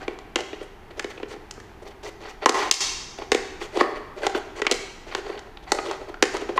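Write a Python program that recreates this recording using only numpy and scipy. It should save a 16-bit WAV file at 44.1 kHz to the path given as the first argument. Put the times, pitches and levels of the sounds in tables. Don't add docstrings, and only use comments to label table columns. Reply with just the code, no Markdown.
import sys
import numpy as np
from scipy import signal
from scipy.fft import rfft, irfft
from scipy.io import wavfile
from scipy.ndimage import uniform_filter1d

SR = 44100
rng = np.random.default_rng(int(sys.argv[2]) if len(sys.argv) > 2 else 0)


def boost_factor(decibels):
    exponent = np.asarray(decibels, float) / 20
    return 10 ** exponent


def transcribe(u):
    v = np.clip(np.atleast_2d(u).T, -1, 1)
    q = np.round(v * 32767).astype(np.int16)
    wavfile.write(sys.argv[1], SR, q)


N = 290619

# t/s, wall level/dB, body level over wall/dB, crack level over wall/dB, panel f/Hz
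CUTS = [(0.079, -14, 1.5, -28, 2400), (0.357, -3.5, -8, -19.5, 2850), (0.405, -21.5, 0.5, -12.5, 3100),
        (0.994, -14.5, -11, -16.5, 1750), (1.043, -17.5, 1, -21, 2240), (2.458, 5, -10.5, -20, 1088),
        (2.492, -6.5, -2.5, -11, 1060), (2.711, -12.5, -15, 3.5, 6300), (3.317, -3, -5.5, -14.5, 2090),
        (3.346, -9, 1.5, -12.5, 2290), (3.771, -15.5, 4.5, -16, 1150), (3.81, -1.5, -0.5, -34, 1167),
        (4.232, -13.5, -10, -30, 1580), (4.266, -6.5, -6, -15, 813), (4.348, -12, 1.5, -34, 1580),
        (4.617, -10, -4, -20.5, 1990), (4.666, -3.5, -13, -21, 2300), (4.712, -6, -5.5, -9, 2250),
        (4.72, -9.5, -4, -12, 2220), (5.148, -8.5, -8.5, -18, 1720), (5.718, -4, -6, -16, 860),
        (6.224, 1.4, -5.5, -15.5, 1800), (6.576, -4, -17, -51, 1080)]


def cuts():
    return [(s, wall, wall + body, wall + crack, hz, 0.022 - 0.0015 * body)
            for s, wall, body, crack, hz in CUTS]


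# t/s, body level/dB, wall level over body/dB, panel f/Hz
DENTS = [(0.016, -27.5, -1, 1600), (0.529, -22, -2.5, 2580), (0.612, -23, -12, 3260),
         (1.176, -27, -1, 2600), (1.199, -28.5, 2, 910), (1.229, -16.5, -5, 2490), (1.336, -27, -10, 1340),
         (1.362, -28, -2.5, 902), (1.576, -32, -6, 1340), (2.249, -32, -2, 1280), (3.185, -22.5, -3, 2940),
         (3.219, -25.5, 0.5, 910), (3.613, -26.5, 7, 823), (3.971, -37.5, -4, 1360), (4.651, -26, 6, 1390),
         (5.785, -19, 7, 1260), (5.86, -23, -1, 1100), (5.9, -36, 6, 1000), (6.014, -28, -5.5, 1360),
         (6.141, -33, 10, 1420), (6.348, -24, 5.5, 980), (6.42, -17.5, -9, 1360), (6.49, -14, -8.5, 886),
         (6.56, -22, 1, 902)]


def dents():
    crack_over_wall_db = -32.5
    return [(s, body + wall, body, body + wall + crack_over_wall_db, hz, 0.031)
            for s, body, wall, hz in DENTS]


# t/s, wall level/dB, crack level over wall/dB, panel f/Hz
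TICKS = [(0.187, -29.5, -14, 990), (1.509, -28.5, -6, 3530), (1.6, -29, -18.5, 1840),
         (2.722, -20, -7.5, 3040), (2.737, -24, -6, 2820), (3.807, -8, -30, 2000), (5.391, -28, -13, 1430),
         (5.571, -26.5, -38, 3950), (5.718, -5.5, -14.5, 4600), (5.911, -15.5, -15, 885),
         (6.367, -18, -14, 1326)]


def ticks():
    body_over_wall_db = -29
    return [(s, wall, wall + body_over_wall_db, wall + crack, hz, 0.018)
            for s, wall, crack, hz in TICKS]


# f/Hz, level/dB, t60/s
BODY_MODES = [(285, -15.5, 0.023), (357.6, -1.5, 0.047), (404, 0.26, 0.053), (453.6, -2, 0.047),
              (494, -4.5, 0.044), (614, -7, 0.048)]
# f/Hz, level/dB, t60/s
WALL_MODES = [(795, -2, .03), (1070, -2, .03), (1350, -4, .025), (1965, -1, .03), (2400, -6, .02),
              (4480, -8, .015)]
# f/Hz, level/dB per Hz
WALL_COLOUR = [(400, -54), (750, 8.5), (1100, -2), (1500, -1), (2000, -6), (2800, -3.5), (4000, -10),
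               (6000, -27), (12000, -74)]
# f/Hz, level/dB per Hz
CRACK_COLOUR = [(1500, -5.5), (3000, -1), (4500, -1.5), (6600, 0.5), (7600, -3), (9000, -11), (12000, -20),
                (16500, -32)]


def snap(wall_db, body_db, crack_db, panel_hz, ring_s):
    t = np.arange(3000) / SR
    chance = rng.standard_normal(30)

    push = np.r_[np.zeros(45), np.hanning(56)]
    body = signal.fftconvolve(struck(BODY_MODES, t, chance, 0.043, 5.5), push)[:3000]
    shell = struck(WALL_MODES, t, chance, 0.013, 2.8)
    wall = burst(boost_factor(-60 * t / ring_s), WALL_COLOUR, panel_hz, 6.6)

    cycles = np.minimum(ring_s * panel_hz, 40.0)
    pair = [(0.966 * panel_hz, -4, cycles / panel_hz), (0.977 * panel_hz, 0, 1.18 * cycles / panel_hz)]
    panel = struck(pair, t, chance, 0.016, 0.0)
    panel_db = wall_db - 8.5 - 0.2 * (crack_db - wall_db + 25.5)

    crack_hz = 4700 * (panel_hz / 2000) ** 0.35 * 1.21 ** chance[9]
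    crack = burst(boost_factor(-60 * t / 0.023), CRACK_COLOUR, crack_hz, 5.7)
    return (boost_factor(body_db - 0.5) * peak_one(body)
            + boost_factor(wall_db - 5.0) * wall
            + boost_factor(wall_db - 11.0) * peak_one(shell)
            + boost_factor(panel_db) * peak_one(panel)
            + boost_factor(crack_db + 9.5) * crack)


def struck(modes, t, chance, detune, spread_db):
    hz, db, t60 = np.transpose(modes)[:, :, None]
    hz = hz * (1 + detune * chance[:len(modes), None])
    decay_db = db + spread_db * chance[-len(modes):, None] - 60 * t / t60
    sines = boost_factor(decay_db) * np.sin(2 * np.pi * hz * t)
    return sines.sum(axis=0) * (1 - np.exp(-t / 0.00026))


def burst(shape, colour, centre_hz, lean_db):
    size = len(shape)
    phase = np.angle(rfft(rng.standard_normal(size) * shape))
    hz = np.fft.rfftfreq(size, 1 / SR) + 1
    octaves_off = np.minimum(np.abs(np.log2(hz / centre_hz)), 2.5)
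    noise = irfft(boost_factor(at_hz(colour, hz) - lean_db * octaves_off) * np.exp(1j * phase), size)
    onset = 1 - np.exp(-np.arange(size) / SR / 0.00012)
    return peak_one(noise * shape ** 0.36 * onset)


def snaps():
    out, gain_db = np.zeros(N + 4096), ducking()
    for s, *settings in cuts() + dents() + ticks():
        at = round((s + 0.000998) * SR)
        out[at:at + 3000] += snap(*settings) / boost_factor(gain_db[at])
    return out[:N]


# t/s, length/s, wall level/dB, body level over wall/dB
SHEARS = [(0.371, 0.04, -41.5, 10.5), (0.601, 0.049, -51, 4.5), (0.905, 0.018, -52.5, 2),
          (0.967, 0.026, -46.5, 5), (1.098, 0.025, -43, -3), (1.288, 0.059, -41.5, -3.5),
          (1.822, 0.019, -52.5, 5), (1.855, 0.037, -47, 3), (1.897, 0.028, -54.5, 9),
          (2.036, 0.054, -37.5, 1), (2.205, 0.053, -46.5, 4.5), (2.262, 0.057, -41.5, -9),
          (2.545, 0.13, -31, -5), (3.181, 0.057, -42, -2.5), (3.606, 0.058, -37.5, -3),
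          (3.73, 0.093, -35, 1.5), (4.164, 0.045, -46, 9), (4.218, 0.046, -37, 6.5),
          (4.346, 0.036, -32.5, 4.5), (4.557, 0.045, -39, 1.5), (5.07, 0.04, -43.5, 3),
          (5.115, 0.024, -35.5, -2), (5.159, 0.04, -41, 2.5), (5.625, 0.025, -54, 2),
          (5.67, 0.045, -45, -7), (5.73, 0.044, -40.5, 5), (5.836, 0.12, -40, 6), (6.558, 0.021, -40, 6)]


def shears():
    return strokes(SHEARS, blade_db=-6, fade_db=-4.5)


# t/s, length/s, wall level/dB, body level
# over wall/dB
SLIDES = [(0, 0.049, -41.5, -2), (0.081, 0.067, -48, -2), (0.532, 0.016, -44.5, 6.5),
          (2.418, 0.037, -36.5, 3), (3.826, 0.1, -49.5, 18), (3.956, 0.026, -37, 1),
          (4.685, 0.023, -29.5, -4.5), (5.25, 0.11, -42, 1.5), (5.375, 0.016, -40, -10),
          (5.466, 0.015, -52, 3), (5.788, 0.018, -38, 10), (6.001, 0.035, -51, 13.5),
          (6.081, 0.026, -46.5, 10), (6.339, 0.037, -33.5, 2.5), (6.409, 0.023, -39.5, 4),
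          (6.49, 0.022, -39, 9)]


def slides():
    return strokes(SLIDES, blade_db=-15.5, fade_db=-7.5)


def strokes(table, blade_db, fade_db):
    rows, cut_s = [], np.array(CUTS)[:, 0]
    for s, length, wall, body in table:
        loads = np.any((cut_s > s + length / 2) & (cut_s < s + length + 0.03))
        rows.append((s, length, wall + body, wall, wall + blade_db, 5.5 if loads else fade_db))
    return rows


# f/Hz, level/dB, t60/s
BLADE_MODES = [(4170, 0.81, 0.0064), (5720, 1, 0.018), (6200, -2, 0.017)]
# f/Hz, level/dB per Hz
BLADE_COLOUR = [(1500, -10), (3000, 4.5), (4500, -4.5), (6600, -2.5), (7800, -5), (9500, -13), (13000, -23),
                (16500, -33)]


def rubs():
    force = np.zeros((3, N))
    for s, length, *part_db, rise_db in shears() + slides():
        a = max(round((s - 0.13 * length) * SR), 0)
        b = round((s + 1.207 * length) * SR)
        swell = np.sin(np.linspace(0, np.pi, b - a)) ** 0.73
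        slope_db = rise_db * np.linspace(-0.5, 0.5, b - a)
        force[:, a:b] += boost_factor(np.array(part_db)[:, None] + 1.0 + slope_db) * swell
    return (force[0] * rubbed(BODY_MODES, WALL_COLOUR, 500, 0.76, 20.0, 3.4, 1.0)
            + force[1] * rubbed(WALL_MODES, WALL_COLOUR, 1300, 0.56, 0.64, 4.0, 3.9)
            + force[2] * rubbed(BLADE_MODES, BLADE_COLOUR, 2500, 0.28, -7.5, 3.3, 7.8))


def rubbed(modes, colour, slips_per_s, damping, clear_db, flutter_db, patchy_db):
    slips = (rng.random(N) < slips_per_s / SR) * rng.standard_normal(N)
    slips = slips + 0.064 * rng.standard_normal(N)

    clear = np.zeros(N)
    for k, (hz, mode_db, t60) in enumerate(modes):
        r, w = boost_factor(-60 / (t60 * damping * SR)), 2 * np.pi * hz / SR
        resonance = signal.lfilter([1, 0, -1], [1, -2 * r * np.cos(w), r * r], slips)
        clear += (-1) ** k * boost_factor(mode_db) * rms_one(resonance)

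    packed, edges = np.zeros(N), 350 * 2 ** np.arange(0, 6, 0.5)
    shaken = coloured(rng.permutation(slips), colour)
    for low, high in zip(edges, edges[1:]):
        band = signal.sosfilt(signal.butter(1, [low, high], "band", fs=SR, output="sos"), shaken)
        packed += boost_factor(patchy_db * drift(22)) * band
    return boost_factor(flutter_db * drift(90)) * rms_one(boost_factor(clear_db) * rms_one(clear) + rms_one(packed))


# f/Hz, t60/s
ROOM_T60 = [(200, 0.86), (530, 0.75), (1390, 1), (3680, 0.86), (7000, 0.89), (10000, 0.44), (15000, 0.91)]
# f/Hz, level/dB
ROOM_COLOUR = [(200, -17.5), (530, -18), (1390, -17), (3680, -19.5), (9700, -19.5), (15000, -15)]
# delay t/s, level/dB
ECHOES = [(.0071, -25.5), (0.0118, -19), (0.0288, -18)]


def room(x):
    t, edges = np.arange(SR) / SR, 150 * 2 ** np.arange(0, 7, 0.5)
    white, tail = rng.standard_normal((2, SR)), np.zeros(SR)
    for k, (low, high) in enumerate(zip(edges, edges[1:])):
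        band = signal.sosfilt(signal.butter(2, [low, high], "band", fs=SR, output="sos"), white[k % 2])
        hz = np.sqrt(low * high)
        tail += band * boost_factor(at_hz(ROOM_COLOUR, hz) - 60 * t / at_hz(ROOM_T60, hz))
    tail *= boost_factor(-23.5) * (1 - np.exp(-(t / 0.015) ** 2))
    for delay, db in ECHOES:
        tail[round(delay * SR)] += boost_factor(db)
    return signal.fftconvolve(x, tail)[:N]


# f/Hz, level/dB per Hz
FLOOR_COLOUR = [(12, -40), (20, 11.5), (52, 2.5), (156, -6.5), (281, -6), (382, -1.5), (551, -14),
                (816, -6), (1080, -13), (1950, -16), (12800, -46.5), (14300, -53.5), (16500, -75)]
# f/Hz, level/dB
WHINE = [(9456.7, -90), (10054.7, -90), (10115, -91)]


def background():
    air = coloured(rng.standard_normal(N), FLOOR_COLOUR)
    t, step_hz = np.arange(N) / SR, 1256.8
    lines = [(f + k * step_hz, db) for f, db in WHINE for k in range(5)]
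    whine = sum(boost_factor(db) * np.sin(2 * np.pi * (f * t + rng.random())) for f, db in lines)
    return boost_factor(-45.5 + 1.0 * drift(3.1)) * rms_one(air) + boost_factor(5.5) * whine


def coloured(x, colour):
    hz = np.fft.rfftfreq(x.shape[-1], 1 / SR)
    return irfft(rfft(x) * boost_factor(at_hz(colour, hz + 1)), x.shape[-1])


def at_hz(points, hz):
    table_hz, value = np.transpose(points)
    return np.interp(np.log(hz), np.log(table_hz), value)


def drift(rate_hz):
    knots = rng.standard_normal(2000)
    return np.interp(np.arange(N) / SR * rate_hz, np.arange(2000), knots)


def rms_one(x):
    return x / np.sqrt(np.mean(x ** 2) + 1e-20)


def peak_one(x):
    return x / np.abs(x).max()


# from t/s, to t/s, first level/dB, last level/dB
DUCKS = [
    (2.451, 2.542, -5, -7),
    (2.703, 2.805, -13, -11),
    (3.316, 3.334, -3.5, 6),
    (4.685, 4.735, -7.5, 2.5),
    (5.693, 5.737, 2, 1),
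    (6.217, 6.243, -1, 6),
]


def ducking():
    db = np.zeros(N)
    for start, end, first_db, last_db in DUCKS:
        a, b = round(start * SR), round(end * SR)
        db[a:b] = np.linspace(first_db, last_db, b - a)
    return uniform_filter1d(db, size=130)


def scene():
    no_bass = signal.butter(6, 258, "high", fs=SR, output="sos")
    bottle = signal.sosfilt(no_bass, snaps() + rubs())
    return (bottle + room(bottle) + background())[None]


def top_cut(x):
    return signal.sosfilt(signal.butter(12, 16840, fs=SR, output="sos"), x)


def record(dry):
    ducked = dry * boost_factor(ducking())
    rounded = ducked / (1 + (ducked / 0.95) ** 4) ** (1 / 4)
    mix = signal.sosfilt(signal.cheby2(10, 60, 16800, fs=SR, output="sos"), rounded)
    return top_cut(mix)


dry = scene()
out = record(dry)
transcribe(out)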